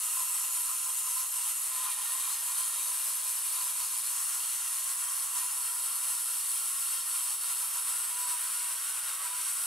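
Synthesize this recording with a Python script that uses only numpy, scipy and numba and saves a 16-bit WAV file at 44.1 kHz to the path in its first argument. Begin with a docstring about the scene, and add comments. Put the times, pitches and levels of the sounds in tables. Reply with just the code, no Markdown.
"""Cutting a brick on gravel

Outdoors, an angle grinder's steel disc cuts a brick on gravel, close to a small camera. Dense random grit rings
the modes of disc, brick and guard; the depth of the slot sets how loud each mode is. Coloured noise makes the
hiss of torn grit and dust. The hand's pressure makes the bite flutter, and the disc rubs once a turn. The low
growl throbs as the disc catches, and wavering sine tones make short spells of whine."""
import sys
import numpy as np
from scipy import signal
from scipy.fft import rfft, irfft, next_fast_len
from scipy.io import wavfile
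from scipy.ndimage import uniform_filter1d
from numba import njit

SR = 44100
rng = np.random.default_rng(int(sys.argv[2]) if len(sys.argv) > 2 else 0)


def store_pcm(level_fs):
    """Save levels as 16-bit WAV."""
    pcm = np.round(np.clip(level_fs, -1, 1) * 32767).astype(np.int16)
    wavfile.write(sys.argv[1], SR, np.atleast_2d(pcm).T)


N = 425994


def undb(db):
    """Amplitude factor of a level in dB."""
    return np.exp(np.asarray(db) * (np.log(10) / 20))


def unit(x):
    """Scale to an rms of 1, taken over all views together."""
    return x / np.sqrt(np.mean(x ** 2))


def seconds():
    """Time of every sample in s."""
    return np.arange(N) / SR


def curve(table):
    """Columns of a table after its time column, one value per sample."""
    time_s, *columns = np.transpose(table)
    return [np.interp(seconds(), time_s, column) for column in columns]


def colour(x, table):
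    """Shape a signal to a (Hz, dB) spectrum, read on a log-frequency axis."""
    size = next_fast_len(N)
    bin_hz = np.arange(size // 2 + 1) * SR / size
    table_hz, table_db = np.transpose(table)
    gain_db = np.interp(np.log(np.maximum(bin_hz, 1)), np.log(table_hz), table_db)
    return irfft(rfft(x, size) * undb(gain_db), size)[:N]


def walk(rate_hz):
    """Random levels held 1 / rate_hz s and smoothed twice; spread 1."""
    hold = int(SR / rate_hz)
    levels = np.repeat(rng.standard_normal(int(N / 200)), hold)[:N]
    levels = uniform_filter1d(uniform_filter1d(levels, hold), hold)
    return levels / levels.std()


def split(x, hz):
    """The parts below and above hz."""
    low = signal.sosfiltfilt(signal.butter(2, hz, fs=SR, output="sos"), x)
    return low, x - low


@njit
def ring(x, start, tuning, stretch, damping):
    """A resonance applied twice (steep skirts), gain 1 at its centre; reads x from its own starting place."""
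    y = np.empty(len(x))
    band1, low1, band2, low2 = 0., 0., 0., 0.
    for i in range(len(x)):
        j = (i + start) % len(x)
        g = tuning * stretch[i]
        d = 1 / (1 + g * (g + damping))
        first = (band1 + g * (x[j] - low1)) * d
        band1, low1 = 2 * first - band1, low1 + 2 * g * first
        second = (band2 + g * (damping * first - low2)) * d
        band2, low2 = 2 * second - band2, low2 + 2 * g * second
        y[i] = damping * second
    return y


def resonate(x, start, hz, width_hz, stretch):
    """Ring at hz; width_hz is that of each of the two passes."""
    return ring(x, start, np.tan(np.pi * hz / SR), stretch, width_hz / hz)


def grit(coarse_db):
    """Grains torn off one after another, most small, a few large."""
    size_db = coarse_db * np.minimum(rng.exponential(size=N), 6)
    return unit(rng.standard_normal(N) * undb(size_db))


TWO_VIEWS_HZ = 5200  # lower modes are given one view only, near the centre


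def modes(table, depth, stretch, waver_db, drift, waver_hz):
    """Grit rings each mode, which swells and drifts in pitch alone; high modes get a second, unrelated view."""
    force, out = grit(1.28), np.zeros((2, N))
    waver = walk(waver_hz)
    for hz, width_hz, *stage_db in table:
        # the same waver, read from different places
        swell = np.roll(waver, rng.integers(N))
        bend = np.roll(waver, rng.integers(N))
        gain = undb(np.interp(depth, range(len(stage_db)), stage_db) + waver_db * swell)
        for view in range(2 if hz > TWO_VIEWS_HZ else 1):
            start = rng.integers(N)  # reads the grit from a random place, so the noises are unrelated
            out[view] += gain * resonate(force, start, float(hz), width_hz, stretch + drift * bend)
    return out


# how the deepening slot holds the disc: time_s, stage (0 shallow, 1 just seated, 5 deepest)
SLOT_STAGES = [(0, 0), (1.66, 0), (1.76, 1), (2.75, 1), (2.95, 2), (4.06, 2), (4.14, 3), (5.35, 3),
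               (5.65, 4), (7.7, 4), (8.35, 5), (9.66, 5)]


def slot_depth():
    """Stage of the slot's grip, which sets the balance of the modes."""
    depth, = curve(SLOT_STAGES)
    return depth


# slow course of the cut: time_s, bite_db (level of the rim),
# scrape_db (gain of the brick, guard and dust between 2 and 7.3 kHz), boom_db (level below 2 kHz)
CUT_COURSE = [(0, -32, -2.5, -52), (1.3, -33, -2, -53), (1.5, -32.5, -0.6, -53), (1.62, -32.5, -1.7, -53.5),
              (1.74, -34.2, 2, -49), (1.85, -33.5, 3, -50), (2.6, -32.5, 0.5, -51), (3.45, -33, 0.5, -52),
              (3.7, -32.5, -0.3, -49), (4.02, -34, 1, -52.5), (4.14, -32, -1.7, -50.4),
              (4.5, -33.5, 1.1, -52.5), (5.8, -33, -2.2, -50), (6.4, -32.5, -1, -53),
              (7.3, -33, -0.5, -51.5), (7.9, -33, -1, -50), (8.6, -33.5, 0.5, -50.5),
              (8.95, -34.5, 1.2, -50), (9.22, -36, 1.5, -48), (9.44, -33, 1.7, -51), (9.66, -33, -2.5, -49)]


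def cut_course():
    """Levels of bite, scrape and boom in dB as the cut goes on."""
    return curve(CUT_COURSE)


# modes of the steel disc: pitch_hz (once seated), width_hz (each pass), level_db (relative) at stages 0 to 5
DISC_MODES = [(4097, 87, -17.0, -15.5, -16.5, -21.5, -21.5, -16.0),
              (4229, 75, -13.0, -10.0, -12.5, -11.0, -12.5, -14.0),
              (4348, 73, -27.5, -11.5, -18.5, -27.5, -27.5, -27.5),
              (4447, 129, -16.0, -12.0, -11.0, -11.5, -10.5, -13.0),
              (4629, 87, -20.0, -23.0, -23.0, -24.0, -20.0, -16.5),
              (4990, 132, -16.0, -12.0, -12.0, -13.5, -13.5, -13.5),
              (5249, 82, -28.5, -15.5, -13.5, -16.0, -12.5, -16.5),
              (5360, 84, -12.0, -17.0, -16.5, -12.0, -14.0, -20.0),
              (5500, 105, -14.0, -16.5, -13.0, -12.5, -14.5, -15.5),
              (5620, 65, -27.5, -18.0, -18.5, -27.5, -18.5, -11.5),
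              (5772, 84, -15.0, -18.0, -14.0, -12.5, -15.5, -12.5),
              (5880, 70, -13.5, -19.0, -13.5, -23.5, -16.0, -16.0),
              (5972, 70, -25.0, -18.0, -20.5, -12.5, -23.5, -18.5),
              (6075, 56, -25.0, -9.0, -11.0, -20.0, -14.5, -18.5),
              (6154, 82, -15.5, -15.5, -14.5, -11.5, -21.5, -27.5),
              (6210, 36, -6.5, -15.5, -14.0, -20.0, -16.0, -22.5),
              (6280, 82, -25.0, -15.5, -19.5, -18.0, -14.5, -16.0),
              (6391, 99, -11.0, -8.5, -9.0, -8.5, -13.5, -16.5),
              (6549, 132, -18.5, -11.0, -14.5, -19.5, -21.0, -27.0),
              (6760, 65, -24.0, -14.0, -8.0, -9.5, -16.0, -16.5),
              (6845, 60, -4.0, -10.0, -11.0, -8.5, -11.5, -17.0),
              (6920, 60, -8.5, -6.5, -10.0, -22.0, -19.5, -22.5),
              (7075, 240, -11.0, -10.0, -11.0, -10.0, -13.0, -12.5),
              (7343, 240, -10.5, -14.5, -11.5, -13.5, -17.5, -22.5),
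              (7753, 76, -1.5, -2.0, -5.0, -3.5, -2.5, -3.5),
              (7930, 172, -7.5, -4.5, -5.5, -3.5, -4.0, -5.0),
              (8124, 112, -5.5, -21.5, -21.5, -7.0, -10.0, -21.5),
              (8299, 240, -3.0, -7.5, -7.0, -8.0, -10.0, -5.0),
              (8473, 157, -17.0, -1.0, -2.0, -4.0, -2.0, -4.0),
              (8738, 234, -6.0, -22.0, -9.0, -8.5, -10.0, -9.5),
              (9119, 240, -8.0, -1.0, -7.0, -4.5, -4.5, -5.0),
              (9340, 240, -10.0, -5.5, -2.0, -10.0, -6.0, -5.5),
              (9565, 222, -4.0, -3.5, -2.5, -3.0, -3.5, -4.5),
              (9848, 112, -13.0, 3.0, -2.5, -3.5, -3.5, -6.0), (9975, 96, -3.0, -6.0, -3.0, 0.5, 0.0, -3.0),
              (10400, 165, -3.0, -1.0, -0.5, -1.0, -1.5, -4.0),
              (10602, 76, -3.5, -2.0, -0.5, -6.0, -7.5, -8.0),
              (11010, 115, -4.5, 1.0, -1.5, -2.0, -1.0, -1.0),
              (11199, 187, -9.5, -7.0, -23.0, -23.0, -19.0, -14.5),
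              (11556, 102, 1.5, 1.5, 2.0, -2.5, -1.5, -5.0),
              (11880, 140, -27.0, -11.0, -20.5, -13.5, -17.0, -27.0),
              (12094, 86, -8.0, -1.5, -2.0, -6.5, -6.5, -8.5),
              (12606, 240, -14.5, -22.0, -16.5, -12.5, -19.5, -18.0),
              (12822, 103, -15.0, -7.0, -10.5, -14.0, -10.0, -11.5),
              (13020, 120, -17.0, -31.5, -19.0, -16.0, -15.5, -19.5),
              (13469, 39, -19.0, -16.5, -8.5, -11.0, -15.5, -24.5),
              (13802, 150, -16.5, -10.0, -14.5, -14.5, -17.5, -19.0),
              (14300, 180, -16.0, -12.0, -14.0, -15.0, -20.5, -28.0),
              (15404, 110, -18.5, -14.5, -16.5, -21.0, -18.5, -21.0)]
SEATED_STRETCH = 0.007  # share by which a shallow slot leaves the modes lower


def disc(depth):
    """The rim's grit rings the disc; the seated disc is stiffer, so its modes rise."""
    stretch = 1 - SEATED_STRETCH * np.clip(1 - depth, 0, 1)
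    return modes(DISC_MODES, depth, stretch, waver_db=1.8, drift=0.003, waver_hz=16)


# modes of the brick and the guard: pitch_hz, width_hz (each pass), level_db (relative) at stages 0 to 5
BRICK_MODES = [(200, 17, -43.0, -59.0, -51.5, -52.0, -44.5, -59.0),
               (384, 15, -32.0, -36.0, -32.5, -31.5, -31.0, -36.5),
               (442, 23, -29.5, -32.0, -32.0, -30.5, -32.0, -34.0),
               (526, 25, -48.0, -48.0, -48.0, -48.0, -32.0, -39.0),
               (618, 38, -25.5, -22.5, -24.5, -32.0, -27.0, -24.5),
               (668, 17, -22.5, -23.5, -18.0, -18.5, -21.5, -27.5),
               (726, 16, -22.5, -34.5, -26.0, -27.5, -23.5, -38.5),
               (852, 28, -16.5, -14.5, -17.0, -17.5, -17.0, -21.5),
               (912, 22, -29.5, -18.0, -18.0, -20.0, -20.5, -18.0),
               (986, 21, -4.5, -6.0, -6.5, -7.0, -7.0, -9.5),
               (1028, 29, -4.0, -3.5, -5.5, -10.5, -18.0, -18.0),
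               (1069, 25, -10.0, -14.5, -10.0, -7.5, -8.5, -10.0),
               (1130, 58, -16.5, -11.5, -13.0, -10.5, -12.0, -12.0),
               (1246, 64, -10.5, -16.0, -18.0, -16.0, -18.5, -15.5),
               (1322, 58, -15.5, -29.5, -18.0, -14.0, -17.0, -13.5),
               (1362, 50, -10.0, -13.5, -19.5, -16.0, -8.0, -14.5),
               (1414, 28, -12.0, -11.0, -12.0, -9.5, -10.5, -7.5),
               (1538, 73, -28.5, -28.5, -28.5, -28.5, -20.0, -12.5),
               (1616, 61, -22.5, -27.0, -17.5, -16.5, -32.5, -18.0),
               (1846, 27, -18.5, -8.0, -14.5, -12.5, -11.5, -11.0),
               (1900, 58, -19.0, -20.0, -29.5, -15.5, -31.5, -16.5),
               (2020, 46, -16.0, -21.5, -31.0, -15.0, -22.5, -17.5),
               (2173, 87, -32.0, -23.5, -32.0, -32.0, -32.0, -16.0),
               (2419, 42, -20.0, -12.0, -12.5, -18.5, -18.5, -16.0),
               (2563, 45, -14.0, -30.0, -30.0, -30.0, -23.5, -17.5),
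               (2757, 27, -18.5, -16.5, -16.0, -10.0, -11.0, -26.0),
               (2792, 168, -10.0, -13.5, -16.5, -13.0, -12.5, -13.0),
               (3036, 60, -31.0, -18.5, -21.0, -31.0, -31.0, -15.0),
               (3187, 103, -12.5, -12.0, -19.0, -15.0, -11.5, -14.5),
               (3290, 70, -30.5, -16.0, -14.5, -16.0, -23.5, -17.0),
               (3526, 102, -22.0, -17.0, -19.5, -18.0, -19.5, -20.0),
               (3740, 112, -15.0, -12.5, -13.5, -17.0, -12.5, -13.5),
               (3797, 24, -24.0, -8.0, -10.0, -18.5, -24.0, -19.5),
               (3928, 46, -19.5, -12.5, -16.0, -19.5, -28.5, -28.5)]


def brick_and_guard(depth):
    """Grit rings the brick and the guard, whose modes keep their pitch apart from small drifts."""
    return modes(BRICK_MODES, depth, np.ones(N), waver_db=1.2, drift=.0025, waver_hz=18)


# broad hiss of torn grit and flying dust: pitch_hz, level_db (relative, per Hz)
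DUST_SPECTRUM = [(60, -63), (90, -70), (200, -47.5), (430, -34), (740, -28.5), (950, -18), (1300, -16),
                 (1500, -20.5), (1700, -21), (2250, -20.5), (2950, -18), (3450, -20.5), (4050, -20),
                 (4800, -20.5), (5150, -21), (5700, -20.5), (6600, -19), (7550, -18), (7750, -10),
                 (10000, -7), (12150, -11), (12350, -17.5), (14400, -21.5), (14900, -21), (15400, -24)]


def dust():
    """Torn grit and flying dust hiss broadly: uneven noise, coloured, as two unrelated views."""
    return np.array([colour(grit(1.43), DUST_SPECTRUM) for _ in range(2)])


TURNS_HZ, TURNS_WANDER = 119.7, 0.0492  # disc speed under load, and its spread as a share


def rub_once_a_turn():
    """The disc runs slightly out of true, so it rubs harder once a turn."""
    speed_hz = TURNS_HZ * (1 + TURNS_WANDER * walk(2.5))
    turns = np.cumsum(speed_hz) / SR
    return 1 + 0.091 * np.cos(2 * np.pi * turns)


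def hand_pressure():
    """The hand's pressure makes the bite flutter: a gain that wavers at two rates."""
    return undb(0.53 * walk(20) + 0.6 * walk(36))


STEADY_S = .5  # averaging stretch


def steady(x):
    """Level out the slow swells: divide both views by the first one's running rms."""
    return x / np.sqrt(uniform_filter1d(x[0] ** 2, int(STEADY_S * SR)))


# left and right differ by pitch, little below 5 kHz, much in the treble: pitch_hz, level_db (gain of the side
# signal)
STEREO_WIDTH = [(60, -16), (200, -32), (1000, -28.5), (2000, -60), (4900, -36.5), (5400, -7.5),
                (8100, -5.5), (11000, -5.5), (15000, -0.5)]
LEFT_LEAD_S = 8e-6  # lead of the left side, before STEREO_WIDTH confines it mostly to the treble


def spread(mid, other):
    """Left and right differ by the unrelated view and by a slight lead of the left, mostly in the treble."""
    lead = LEFT_LEAD_S * SR * np.gradient(mid)  # slope times time is a small shift
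    side = colour(other + lead, STEREO_WIDTH)
    return np.array([mid + side, mid - side])


# catches of the disc in the brick: centre_s, rise_db
CATCHES = [(0.2, 4.5), (0.7, 5.5), (0.89, 7), (1.07, 4), (1.24, 5), (1.47, 2), (1.72, 1.5), (1.87, 5.5),
           (2.01, 1.5), (2.13, 1), (2.3, 5), (2.5, 1), (3.6, 5), (3.84, 4.5), (4.22, 0.5), (4.92, 2.5),
           (5.1, 4.5), (5.36, 2.5), (6.74, 1.5), (7.0, 3), (7.6, -1), (7.76, 3.5), (8.12, 1)]
THROB_S, SLACK_S, SLACK = 0.031, 0.056, 0.31  # half width; a dip follows this late, as a share of the rise


def throb():
    """Gain of the growl: each catch swells, then slackens; smaller ones come at random."""
    t = seconds()

    def bump(centre_s):
        return np.exp(-((t - centre_s) / THROB_S) ** 2)

    catches_db = sum(db * (bump(s) - SLACK * bump(s + SLACK_S)) for s, db in CATCHES)
    return undb(catches_db + 0.67 * walk(14))


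GROWL_HZ, GROWL_WIDTH_HZ = 1100, 910  # the part of the boom that throbs; width of each pass


def throbbing_boom(boom):
    """The growl inside the boom throbs as the disc catches in the brick."""
    growl = np.array([resonate(view, 0, GROWL_HZ, GROWL_WIDTH_HZ, np.ones(N)) for view in boom])
    return boom + (throb() - 1) * growl


# low modes, mostly one, rubbed into spells of whine: start_s, length_s, level_db (rms before flicker), pitch_hz
WHINE_SPELLS = [(5.416, 0.078, -53.5, 994), (5.583, 0.28, -57, 994), (5.956, 0.14, -58, 997),
                (7.122, 0.03, -57, 990), (5.6, 0.146, -53, 990), (11, 0.24, -53, 990),
                (7.2, 0.098, -54, 984), (8.102, 0.073, -52.5, 983.6), (6.7, 0.11, -57, 1100),
                (8.44, 0.052, -49.5, 988.9), (8.567, 0.205, -53, 978), (8.1, 0.267, -47, 985),
                (9.248, 0.16, -49.5, 985), (8.53, 0.081, -53, 1426), (8.877, 0.089, -52, 1500),
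                (9.9, 0.075, -46, 1062), (9.17, 0.064, -53, 1130), (9.8, 0.3, -56, 1500),
                (6.48, 0.091, -55.5, 987)]
WHINE_EDGE_S = 0.024  # fade in and out


def whine():
    """Spells of a rough tone that flickers in level and pitch as the rim slips."""
    t, out = seconds(), 0
    flicker = undb(1.4 * walk(35))
    slip = np.cumsum(4 * walk(30)) / SR  # cycles gained by a pitch spread of 4 Hz
    for start_s, length_s, level_db, pitch_hz in WHINE_SPELLS:
        inside_s = np.minimum(t - start_s, start_s + length_s - t)
        fade = np.clip(inside_s / WHINE_EDGE_S + .5, 0, 1)
        out = out + fade * undb(level_db) * np.sin(2 * np.pi * (pitch_hz * t + slip))
    return np.sqrt(2) * flicker * out


def scene():
    """The rim's bite, the throbbing boom and the whine, heard close by in stereo."""
    depth = slot_depth()
    bite_db, scrape_db, boom_db = cut_course()
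    disc_ring = disc(depth)
    boom, rest = split(brick_and_guard(depth) + dust(), 2000)
    boom = throbbing_boom(boom)
    scrape, spray = split(rest, 7300)
    rub, flutter = rub_once_a_turn(), hand_pressure()
    bite = disc_ring + spray + undb(scrape_db) * scrape
    rim = rub * flutter * undb(0.11 * walk(14)) * bite
    mid, other = undb(bite_db) * steady(rim) + undb(boom_db) * unit(flutter * boom)
    return spread(mid + whine(), other)


TOP_HZ = 15740


def record(dry):
    """The camera cuts the top steeply, above TOP_HZ."""
    return signal.sosfilt(signal.ellip(14, .3, 70, TOP_HZ, fs=SR, output="sos"), dry)


dry = scene()
out = record(dry)
store_pcm(out)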